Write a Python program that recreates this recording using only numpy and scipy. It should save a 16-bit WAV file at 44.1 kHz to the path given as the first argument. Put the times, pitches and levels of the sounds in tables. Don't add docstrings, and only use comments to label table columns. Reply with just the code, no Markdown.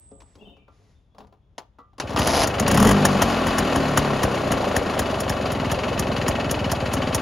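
import sys
import numpy as np
from scipy import signal
from scipy.fft import rfft, irfft
from scipy.io import wavfile
from scipy.ndimage import uniform_filter1d

SR = 44100
rng = np.random.default_rng(int(sys.argv[2]) if len(sys.argv) > 2 else 0)


def store_pcm(level_fs):
    pcm = np.round(np.clip(level_fs, -1, 1) * 32767).astype(np.int16)
    wavfile.write(sys.argv[1], SR, np.atleast_2d(pcm).T)


N = 317961
TIME = np.arange(N) / SR

# (frequency [Hz], level [dB], t60 [s])
BODY_MODES = [(204.5, -3, 0.23), (282.5, 2, 0.15), (427, 0.5, 0.16), (547, -8, 0.29), (696, -10.5, 0.17)]
# (frequency [Hz], level [dB])
CLICK_SPECTRUM = [(800, 11.5), (2000, 9.5), (3200, 5.5), (5000, 7), (7000, 3), (8500, -7), (10500, -0.5),
                  (16000, -37)]

IDLE_TPS = 20
KICK_S, CATCH_S = 2.015, 2.161
BLIP = dict(start_s=2.492, attack_s=0.23, hold_s=0.17, release_s=0.12)


def amp(db):
    return 10 ** (np.asarray(db) / 20)


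def unit(x):
    return x / np.sqrt(np.mean(x ** 2))


def noise():
    return rng.standard_normal(N)


def grit(spread_db):
    steps = amp(spread_db * rng.standard_normal(N // 20 + 1))
    return unit(noise() * np.repeat(steps, 20)[:N])


def convolve(x, response):
    return signal.fftconvolve(x, response)[:N]


def colour(x, spectrum, size=8192):
    hz, db = np.transpose(spectrum)
    grid_hz = np.maximum(np.fft.rfftfreq(size, 1 / SR), 1)
    gain_db = np.interp(np.log(grid_hz), np.log(hz), db)
    cepstrum = irfft(np.log(amp(gain_db)))
    cepstrum[1:size // 2] *= 2
    cepstrum[size // 2 + 1:] = 0
    response = irfft(np.exp(rfft(cepstrum)))
    return convolve(x, response / np.linalg.norm(response))


def ring(x, modes):
    t = TIME[:SR // 2]
    response = np.zeros(len(t))
    for k, (hz, db, t60_s) in enumerate(modes):
        response += amp(db - 60 * t / t60_s) * np.sin(2 * np.pi * hz * t) * (-1) ** k
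    return convolve(x, response / np.linalg.norm(response))


def smear(fall_s):
    t = TIME[:SR // 16]
    paths = rfft(rng.standard_normal(len(t)) * np.exp(-t / fall_s))
    response = irfft(paths / np.sqrt(uniform_filter1d(abs(paths) ** 2, size=5)))
    return response / np.linalg.norm(response)


def pulses(times, sizes):
    index = (np.asarray(times) * SR).astype(int)
    return np.bincount(np.maximum(index, 0), sizes, N)[:N]


def bursts(times, db, rise_s, fall_s):
    t = np.arange(-SR // 4, SR // 4) / SR
    shape = np.exp(np.where(t < 0, t / rise_s, -t / fall_s))
    return signal.fftconvolve(pulses(times, amp(db)), shape, "same")


def swell(start_s, attack_s, hold_s, release_s):
    t = TIME - start_s
    rise = np.sin(np.pi / 2 * np.clip(t / attack_s, 0, 1)) ** 2
    return rise * np.exp(-np.maximum(t - attack_s - hold_s, 0) / release_s)


def wide(x, side_db):
    t = TIME[:SR // 60]
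    scatter = rng.standard_normal(len(t)) * np.exp(-t / 0.005)
    scatter = signal.sosfilt(signal.butter(1, 220, "high", fs=SR, output="sos"), scatter)
    side = amp(side_db) * convolve(x, scatter / np.linalg.norm(scatter))
    return np.array([x + side, x - side])


def roadside(x, wet_db, t60_s):
    t = TIME[:SR]
    tails = rng.standard_normal((2, SR)) * np.exp(-np.log(1000) * t / t60_s) * (t > .012)
    dull = signal.sosfilt(signal.butter(1, 4000, fs=SR, output="sos"), x.mean(axis=0))
    echoes = np.array([convolve(dull, tail / np.linalg.norm(tail)) for tail in tails])
    return x + amp(wet_db) * echoes


def street():
    # (frequency [Hz], level [dB])
    rumble_spectrum = [(20, -13), (50, 15.5), (95, 12.5), (160, 3.5), (400, -7.5), (900, -14.5),
                       (2000, -29), (3500, -25), (7000, -76), (16000, -47)]
    # (time [s], level [dB])
    rumble_level = [(0, -54.5), (.5, -57.5), (1.1, -59), (2, -58.5)]
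    gain = amp(np.interp(TIME, *np.transpose(rumble_level)))
    return wide(gain * colour(noise(), rumble_spectrum), -4.9)


def birds(waver=0.012, attack_s=0.008):
    # (start [s], length [s], start [Hz], middle [Hz], end [Hz], level [dB])
    whistles = [(0, 0.37, 8000, 7880, 7740, -51.5), (.383, .05, 3260, 3370, 3430, -61),
                (0.392, 0.025, 2590, 2690, 2900, -58), (0.407, 0.046, 2860, 2730, 2550, -50),
                (.427, .022, 3600, 3540, 3250, -55), (0.45, 0.068, 3120, 2990, 2720, -50.5),
                (0.476, 0.03, 3500, 3700, 3400, -54), (.53, .07, 2530, 2720, 2600, -62),
                (.575, 0.13, 2350, 2430, 2230, -67), (.95, .06, 3550, 3560, 3570, -73),
                (1.108, .07, 3370, 3390, 3400, -74), (1.415, .05, 3380, 3370, 3360, -78)]
    out = np.zeros(N)
    for start_s, length_s, from_hz, via_hz, to_hz, db in whistles:
        t = TIME[:int(length_s * SR)]
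        glide_hz = np.interp(t / length_s, [0, .5, 1], [from_hz, via_hz, to_hz])
        flutter = unit(uniform_filter1d(noise(), size=100))[:len(t)]
        pitch_hz = glide_hz * (1 + waver * flutter)
        shape = np.clip(t / attack_s, 0, 1) * (1 - t / length_s)
        start = max(int(start_s * SR), 0)
        out[start:start + len(t)] += amp(db) * shape * np.sin(2 * np.pi * np.cumsum(pitch_hz) / SR)
    return wide(out, -7)


def movements(table, attack_share=0.32, release_s=0.065):
    envelope = np.zeros(N)
    for start_s, length_s, db in table:
        attack_s = attack_share * length_s
        envelope += amp(db) * swell(start_s, attack_s, (1 - attack_share) * length_s, release_s)
    return envelope


def shuffle(hiss_db=-86, body_db=-3):
    # (start [s], length [s], level [dB])
    sole_moves = [(.1, 0.087, -58), (.34, 0.16, -51.5), (.74, 0.13, -66), (1.17, 0.043, -53.5)]
    # (start [s], length [s], level [dB])
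    leg_moves = [(0, 0.037, -74), (.22, 0.2, -72), (.68, 0.24, -71.5)]
    # (frequency [Hz], level [dB])
    scuff_spectrum = [(30, 7.5), (60, -7), (130, -8), (210, -1), (320, -12), (480, -6), (900, -14),
                      (2000, -42), (6000, -46)]
    rubbing = movements(sole_moves) * grit(spread_db=6.0)
    scuff = amp(0.5) * colour(rubbing, scuff_spectrum) + amp(body_db) * ring(rubbing, BODY_MODES)
    rustle_and_hiss = (movements(leg_moves) + amp(hiss_db)) * colour(noise(), CLICK_SPECTRUM)
    return wide(scuff + rustle_and_hiss, -8.0)


def knocks():
    # (time [s], knock [dB], bright click [dB], lever ring [dB], hollow thud [dB])
    knock_events = [(0.114, -46, -54, -59, -37), (0.204, -48, -41.5, -61, -63), (0.218, -38, -47, -57, -55),
                    (0.354, -42, -44.5, -65, -47), (0.568, -44, -62, -68, -56), (0.681, -40, -69, -47, -52),
                    (1.148, -39, -75, -66, -51), (1.183, -30.5, -40, -54, -52),
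                    (1.205, -30.5, -67, -55, -41), (1.27, -58, -55, -70, -62),
                    (1.325, -38.5, -66, -67, -55), (1.581, -20.5, -24, -54, -52),
                    (1.786, -34, -58, -35.5, -49), (1.932, -45, -65, -57, -60),
                    (1.9816, -23.5, -33, -44, -52), (1.9996, -13, -12, -31, -40),
                    (2.094, -23, -28, -50, -45), (2.105, -24, -26, -48, -30), (2.132, -20, -33, -45, -31),
                    (2.162, -9.5, -16, -18, -28), (2.294, -8, -18, -40, -43)]
    # (frequency [Hz], level [dB])
    knock_spectrum = [(80, -60), (250, 1), (450, -0.5), (800, 7), (1200, 0), (2000, -17), (3500, -14),
                      (8000, -33)]
    # (frequency [Hz], level [dB], t60 [s])
    lever_modes = [(477, -5, 0.14), (684, -18, .3), (1028, -9, .27), (1130, -3, 0.18), (1196, 2, 0.27),
                   (1295, -6, .15), (1362, 3, 0.091), (1374, -12, .28), (1960, -18, .17)]
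    s, knock_db, click_db, ring_db, thud_db = np.transpose(knock_events)
    impact = bursts(s, knock_db, rise_s=0.0003, fall_s=0.009) * noise()
    rattle = bursts(s + 0.014, knock_db, rise_s=0.0029, fall_s=0.025) * grit(spread_db=5.5)
    knock = colour(impact + amp(-10.5) * rattle, knock_spectrum)
    click = colour(bursts(s, click_db, rise_s=1 / 8000, fall_s=0.0081) * noise(), CLICK_SPECTRUM)
    rough = bursts(s, ring_db, rise_s=1 / 8000, fall_s=0.028) * grit(spread_db=0)
    lever = ring(pulses(s, amp(ring_db)) + amp(-25.5) * rough, lever_modes)
    body = ring(bursts(s, thud_db, rise_s=1 / 2000, fall_s=0.0063) * noise(), BODY_MODES)
    return wide(amp(-12.0) * knock + amp(-8.5) * click + amp(15) * lever + body, -12.0)


def ratchet(from_s=2.161, to_s=2.448, end_db=-17, rise_db_per_s=25):
    # (frequency [Hz], level [dB])
    pawl_spectrum = [(200, 2), (450, 5.5), (700, 9.5), (1300, -1.5), (2200, -6.5), (4000, -6.5), (6300, -8),
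                     (8300, -19), (10300, -8.5), (13000, -23), (16000, -52)]
    # (frequency [Hz], level [dB], t60 [s])
    ratchet_modes = [(4810, 1, 0.02), (5190, 6, 0.014), (5430, -7, 0.02), (6100, 3, 0.024),
                     (6330, -3, 0.014)]
    teeth_per_s = np.interp(TIME, [from_s, to_s], [79, 164.6], left=0, right=0)
    s = TIME[1:][np.diff(np.floor(np.cumsum(teeth_per_s) / SR)) > 0]
    chance = rng.standard_normal((len(s), 2))
    db = end_db - rise_db_per_s * (to_s - s) + 1.7 * chance[:, 1]
    teeth = bursts(s + 0.0007 * chance[:, 0], db, rise_s=0.00022, fall_s=0.0055) * grit(spread_db=1.5)
    return wide(colour(teeth, pawl_spectrum) + amp(-10.5) * ring(teeth, ratchet_modes), -16)


def speed(s):
    # (time [s], crank speed [turns/s])
    crank_speed = [(2, 14), (2.2, 24), (2.62, 24), (2.7, 29), (2.8, 39), (2.9, 49), (3, 50), (3.35, 44),
                   (3.9, 37), (4.4, 31.5), (4.9, 26), (5.2, 22), (6.4, 21.5), (6.6, 19.5), (7.2, 19)]
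    return np.interp(s, *np.transpose(crank_speed))


def with_speed(s, idle_db, doubling_db):
    return amp(idle_db + doubling_db * np.log2(speed(s) / IDLE_TPS))


def all_firings():
    # (time [s], spit [dB], thump [dB])
    stray_firings = [(2.139, -58, -20), (2.1902, -15.5, -14.5), (2.2716, -13, -20), (2.4729, -14.5, -39),
                     (2.598, -13.5, -21.5), (3.0514, -5, -18.5), (3.2198, -7.5, -14), (3.4683, -18.5, -18),
                     (3.5835, -11.5, -18.5), (3.7587, -18, -15), (3.9743, -7.5, -14.5), (4.233, -12, -13),
                     (4.5186, -14, -19), (4.7638, -12, -14.5), (4.9922, -11.5, -19), (5.2037, -17.5, -36),
                     (5.2953, -15, -19.5), (5.5192, -20, -31), (5.7157, -15, -18), (5.9937, -14.5, -20),
                     (6.2816, -13, -15), (6.5114, -12.5, -25), (6.7164, -13, -22), (6.936, -14.5, -26),
                     (7.1468, -9.5, -30)]
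    rev_s, rev_turns, rev_spit_db, rev_thump_db = 2.6787, 10, -12.5, -17.5
    from_tps, step_tps, top_tps = 28.9, 2.85, 48.2
    rates_tps = np.minimum(from_tps + step_tps * np.arange(rev_turns - 1), top_tps)
    rev_times = rev_s + np.append(0, np.cumsum(1 / rates_tps))
    rev = [(s, rev_spit_db, rev_thump_db) for s in rev_times]
    rows = np.vstack([stray_firings, rev])
    return rows[np.argsort(rows[:, 0])].T


def crank(surge_share=.13):
    fired = all_firings()[0]
    coast = np.interp(TIME, fired, np.arange(len(fired))) % 1
    surge = surge_share * (IDLE_TPS / speed(TIME)) ** 2 * (.5 - coast)
    angle = np.cumsum(speed(TIME) * (1 + surge)) / SR
    marks = np.interp(fired, TIME, angle)
    marks = np.concatenate([[marks[0] - 4], marks, [marks[-1] + 1]])
    turns = np.concatenate([[0], np.cumsum(np.round(np.diff(marks)))])
    open_angles = np.interp(np.arange(turns[-1] + 1), turns, marks)
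    return np.interp(open_angles, angle, TIME)


def stroke(opens, share, scatter_db, jitter_s, lag_s=0):
    period = np.diff(opens)
    chance = rng.standard_normal((len(period), 2))
    times = opens[:-1] + share * period + lag_s + jitter_s * chance[:, 0]
    return times, 10 * np.log10(period) + scatter_db * chance[:, 1]


def blow(times, db, rough, fall_s):
    steady = unit(convolve(pulses(times, amp(db)), smear(fall_s)))
    turbulent = unit(bursts(times, db, 0.0023, fall_s) * noise())
    return unit(steady + rough * turbulent)


def running(cranking_db=-6, rise_db_per_s=30, catch_rise_s=0.003):
    cranking = cranking_db + rise_db_per_s * np.minimum(TIME - CATCH_S, 0)
    uncaught = 1 - np.clip((TIME - CATCH_S) / catch_rise_s, 0, 1)
    return (TIME > KICK_S) * amp(cranking * uncaught)


def leak_hiss():
    # (frequency [Hz], level [dB])
    hiss_spectrum = [(1000, -35), (3000, 3), (4500, 17.5), (5400, 12.5), (6900, 13), (8000, -3), (9200, 11),
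                     (10800, 1.5), (13000, 5), (15700, -20)]
    leak = unit(bursts(*stroke(crank(), share=.95, scatter_db=2.5, jitter_s=0.0016), rise_s=0.012, fall_s=0.008))
    gain = running() * with_speed(TIME, idle_db=-32.5, doubling_db=5.16)
    return wide(amp(-19.0) * colour(leak * grit(spread_db=-0.5), hiss_spectrum) * gain, -13)


def clatter():
    # (time [s], level [dB])
    slap_level = [(2.2, 1), (2.6, -1), (2.69, 8), (2.8, 3), (2.95, 1.5), (3.1, 1), (3.7, 1), (4.2, 0),
                  (4.85, -2.5), (5.3, -1.5), (5.7, 0.5), (6.1, 2), (6.37, 4), (6.72, 1), (6.95, -0.5),
                  (7.2, -1)]
    # (frequency [Hz], level [dB])
    case_spectrum = [(100, -23), (220, 0), (400, 6.5), (480, 4), (750, 4), (930, 1), (1130, 5), (1265, -1),
                     (1360, 1.5), (1650, -4), (2100, -8.5), (3000, -12), (3500, -11), (5000, -22),
                     (7000, -24), (11000, -29), (16000, -49)]
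    # (frequency [Hz], level [dB])
    tick_spectrum = [(400, -9), (900, -6), (1300, 1), (2100, -7), (2900, 10.5), (3500, -5.5), (4700, 0),
                     (9000, -27)]
    # (frequency [Hz], width [Hz], level [dB])
    fin_resonances = [(1847, 60, 12.5), (2242, 76, 11.5), (2570, 50, 12), (2905, 107, 13), (3094, 94, 8.5),
                      (3600, 85, -8), (3670, 110, -1.5), (4064, 180, 11), (4660, 68, 3), (6760, 120, 3)]
    slow = IDLE_TPS / speed(TIME)
    slaps = stroke(crank(), share=.65, scatter_db=1.7, jitter_s=.0003)
    hard = amp(np.interp(TIME, *np.transpose(slap_level))) * slow
    churn = grit(spread_db=1.5)
    case = colour(blow(*slaps, rough=slow, fall_s=0.039) + churn, case_spectrum)
    strike = blow(*slaps, rough=1.14, fall_s=0.012) * hard + amp(-3.0) * noise()
    fin_modes = [(hz, db, np.log(1000) / (np.pi * width_hz)) for hz, width_hz, db in fin_resonances]
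    fins = ring(strike, fin_modes)
    skirt = blow(*slaps, rough=1.2, fall_s=0.014) * grit(spread_db=0)
    tick = colour(skirt, tick_spectrum) * hard
    metal = amp(-1.5) * case + amp(-9) * fins + amp(-10) * tick
    return wide(metal * running() * with_speed(TIME, idle_db=-32.5, doubling_db=5.16), -13)


def putts(gulps, opens):
    # (frequency [Hz] before detuning, level [dB], t60 [s])
    duct_modes = [(529.6, -0.5, 0.063), (633.5, 1, 0.05), (665, -7, 0.04), (801, -7.5, 0.066)]
    detune = (.92, 1, 1.09)
    choice = rng.integers(0, len(detune), len(opens) + 1)[np.searchsorted(opens, TIME)]
    out = np.zeros(N)
    for k, ratio in enumerate(detune):
        out += ring(gulps * (choice == k), [(hz * ratio, db, t60_s) for hz, db, t60_s in duct_modes])
    return out


def intake(tune_tps=31.2, tune_octaves=0.22, tune_db=4.5):
    # (frequency [Hz], level [dB])
    rush_spectrum = [(100, -42), (250, -9), (330, -8.5), (400, 3), (470, -4.5), (600, 3), (800, -2),
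                     (930, -11), (1120, -9.5), (1280, -18.5), (3000, -39), (8000, -78)]
    opens = crank()
    gulp = blow(*stroke(opens, share=0, scatter_db=1.2, jitter_s=.0003, lag_s=.012), rough=0.3, fall_s=.0025)
    rush = blow(*stroke(opens, share=0, scatter_db=1.0, jitter_s=.0001, lag_s=.0165), rough=0.97, fall_s=0.0072)
    in_tune = np.exp(-(np.log2(speed(TIME) / tune_tps) / tune_octaves) ** 2)
    lift = amp(tune_db * in_tune * (1 - swell(**BLIP)))
    gain = running() * with_speed(TIME, idle_db=-29.5, doubling_db=0.8) * lift
    return wide((amp(-5.8) * putts(gulp, opens) + amp(-7.5) * colour(rush, rush_spectrum)) * gain, -11)


def roar(level_db=-20):
    # (frequency [Hz], level [dB], t60 [s])
    airbox_modes = [(197, 3.5, 0.062), (228, -1.5, 0.087), (424, -8, 0.066), (820, -13, 0.039)]
    gulps = blow(*stroke(crank(), share=0.1, scatter_db=4.5, jitter_s=0.00036), rough=0.86, fall_s=0.0096)
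    return wide(unit(ring(gulps, airbox_modes)) * amp(level_db) * swell(**BLIP), -34)


def exhaust(throttle_db=4.5):
    # (frequency [Hz], level [dB])
    silencer_spectrum = [(20, -63), (36, -26), (62, -1.5), (88, -2), (130, 2.5), (195, -2.5), (260, 1),
                         (330, -15), (600, 3), (1000, -30), (2500, -91)]
    # (frequency [Hz], level [dB], t60 [s])
    box_modes = [(66, 7, 0.061), (90.6, 11.5, 0.039), (137, -7, 0.024), (176, -3.5, 0.054)]
    # (frequency [Hz], level [dB])
    pipe_spectrum = [(40, -10.5), (90, -21.5), (140, -4.5), (200, -3.5), (260, 0), (330, -10.5),
                     (400, -9.5), (480, -15.5), (620, -12), (820, -19), (1200, -28.5), (2500, -59),
                     (8000, -84)]
    opens = crank()
    slow = IDLE_TPS / speed(TIME)
    s, db = stroke(opens, share=0, scatter_db=1.8, jitter_s=0.0005, lag_s=0.0021)
    puff = pulses(s, amp(db))
    box = unit(ring(colour(puff, silencer_spectrum), box_modes))
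    direct = colour(unit(puff), silencer_spectrum)
    boom = (amp(-4.5) * box + amp(-10.0) * direct) * slow ** 1.45
    gas = blow(*stroke(opens, share=.66, scatter_db=1.8, jitter_s=.00006), rough=1.17 * slow, fall_s=0.025)
    pipe = amp(-5.0) * colour(gas, pipe_spectrum) / slow ** 0.41
    gain = running() * with_speed(TIME, idle_db=-27.5, doubling_db=3) * amp(throttle_db * swell(**BLIP))
    return wide((boom + pipe) * gain, -23)


def drone(scatter_db=3, wobble_turns=.035, count=19):
    # (frequency [Hz], level [dB])
    note_spectrum = [(80, -12), (138, 4), (165, -2), (197, 2), (230, -4), (266, 5), (310, -14), (390, -9),
                     (480, -18), (600, -7), (690, -4), (740, -15), (795, -2), (860, -22)]
    opens = crank()
    turns = np.interp(TIME, opens, np.arange(len(opens)))
    tps, note = speed(TIME), np.zeros(N)
    for k in range(2, count):
        size = np.interp(TIME, opens, rng.standard_normal(len(opens)))
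        shift = np.interp(TIME, opens, rng.standard_normal(len(opens)))
        db = np.interp(k * tps, *np.transpose(note_spectrum)) + scatter_db * size
        note += amp(db) * np.sin(2 * np.pi * (k * turns + rng.random() + wobble_turns * shift))
    revved = np.clip((TIME - BLIP["start_s"]) / BLIP["attack_s"], 0, 1)
    return wide(unit(note * revved) * with_speed(TIME, idle_db=-45.5, doubling_db=14.5), -35)


def firings():
    # (frequency [Hz], level [dB])
    spit_spectrum = [(1000, 4), (3000, -4.5), (4500, -1), (5500, 5), (6900, 8), (8000, -12), (9200, 6),
                     (10800, -1.5), (13000, -0.5), (16000, -16)]
    # (frequency [Hz], level [dB], t60 [s])
    gap_modes = [(5650, 0.5, 0.012), (6530, 13.5, 0.0026), (7110, -12.5, 0.013)]
    # (frequency [Hz], level [dB])
    bark_spectrum = [(200, -17), (500, 5), (1050, 7), (1500, 0.5), (1900, 4.5), (2250, -16), (3100, -2),
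                     (5000, -35.5)]
    # (frequency [Hz], level [dB])
    thump_spectrum = [(20, -60), (42, 1), (80, 5), (130, 1), (210, -0.5), (290, 3.5), (420, -28),
                      (1500, -43), (8000, -58)]
    s, spit_db, thump_db = all_firings()
    crack = bursts(s + 0.0013, spit_db, rise_s=0.0017, fall_s=0.0076)
    slow_db = -60 * np.log10(speed(s) / IDLE_TPS)
    seep = amp(-17.5) * bursts(s + 0.00057, spit_db + slow_db, rise_s=0.0061, fall_s=0.0029)
    jet = (crack + seep) * grit(spread_db=2.5)
    spit = amp(-7.5) * colour(jet, spit_spectrum) + amp(-20.5) * ring(jet, gap_modes)
    bark_db = (spit_db + thump_db) / 2 + 20 * np.log10(with_speed(s, idle_db=-6, doubling_db=4.65))
    bark = colour(bursts(s + 0.0025, bark_db, rise_s=0.0041, fall_s=0.0066) * noise(), bark_spectrum)
    thump = amp(22.5) * colour(pulses(s + 0.00689, amp(thump_db)), thump_spectrum)
    return wide(spit, -13) + wide(bark, -15) + wide(thump, -24)


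def scene():
    starting = shuffle() + knocks() + ratchet()
    engine = leak_hiss() + clatter() + intake() + roar() + exhaust() + drone() + firings()
    near = roadside(starting + engine, wet_db=-21.0, t60_s=0.33)
    return street() + roadside(birds(), wet_db=3.0, t60_s=0.48) + near


def record(dry):
    # (frequency [Hz], phase [rad])
    port_phase = [(20, 0), (7400, 0), (7850, 3.1), (8600, 3.2), (9200, 4.2), (10200, 6.2), (11400, 6.4),
                  (12200, 7.8), (12850, 9.3), (13450, 9.5), (14900, 12.5)]
    # (frequency [Hz], left minus right [dB])
    port_balance = [(60, .7), (200, 1.1), (650, 2.8), (1300, 2.1), (3200, 1.7), (4400, .4), (8000, 0)]
    hz = np.fft.rfftfreq(N, 1 / SR)
    turn = np.exp(1j * np.interp(hz, *np.transpose(port_phase)))
    lean = amp(np.interp(hz, *np.transpose(port_balance)) / 2)
    ports = irfft(rfft(dry) * np.array([lean, 1 / (lean * turn)]), N)
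    ports = signal.sosfilt(signal.butter(6, 33, "high", fs=SR, output="sos"), ports)
    return signal.sosfilt(signal.ellip(8, .2, 70, 16050, fs=SR, output="sos"), ports)


dry = scene()
out = record(dry)
store_pcm(out)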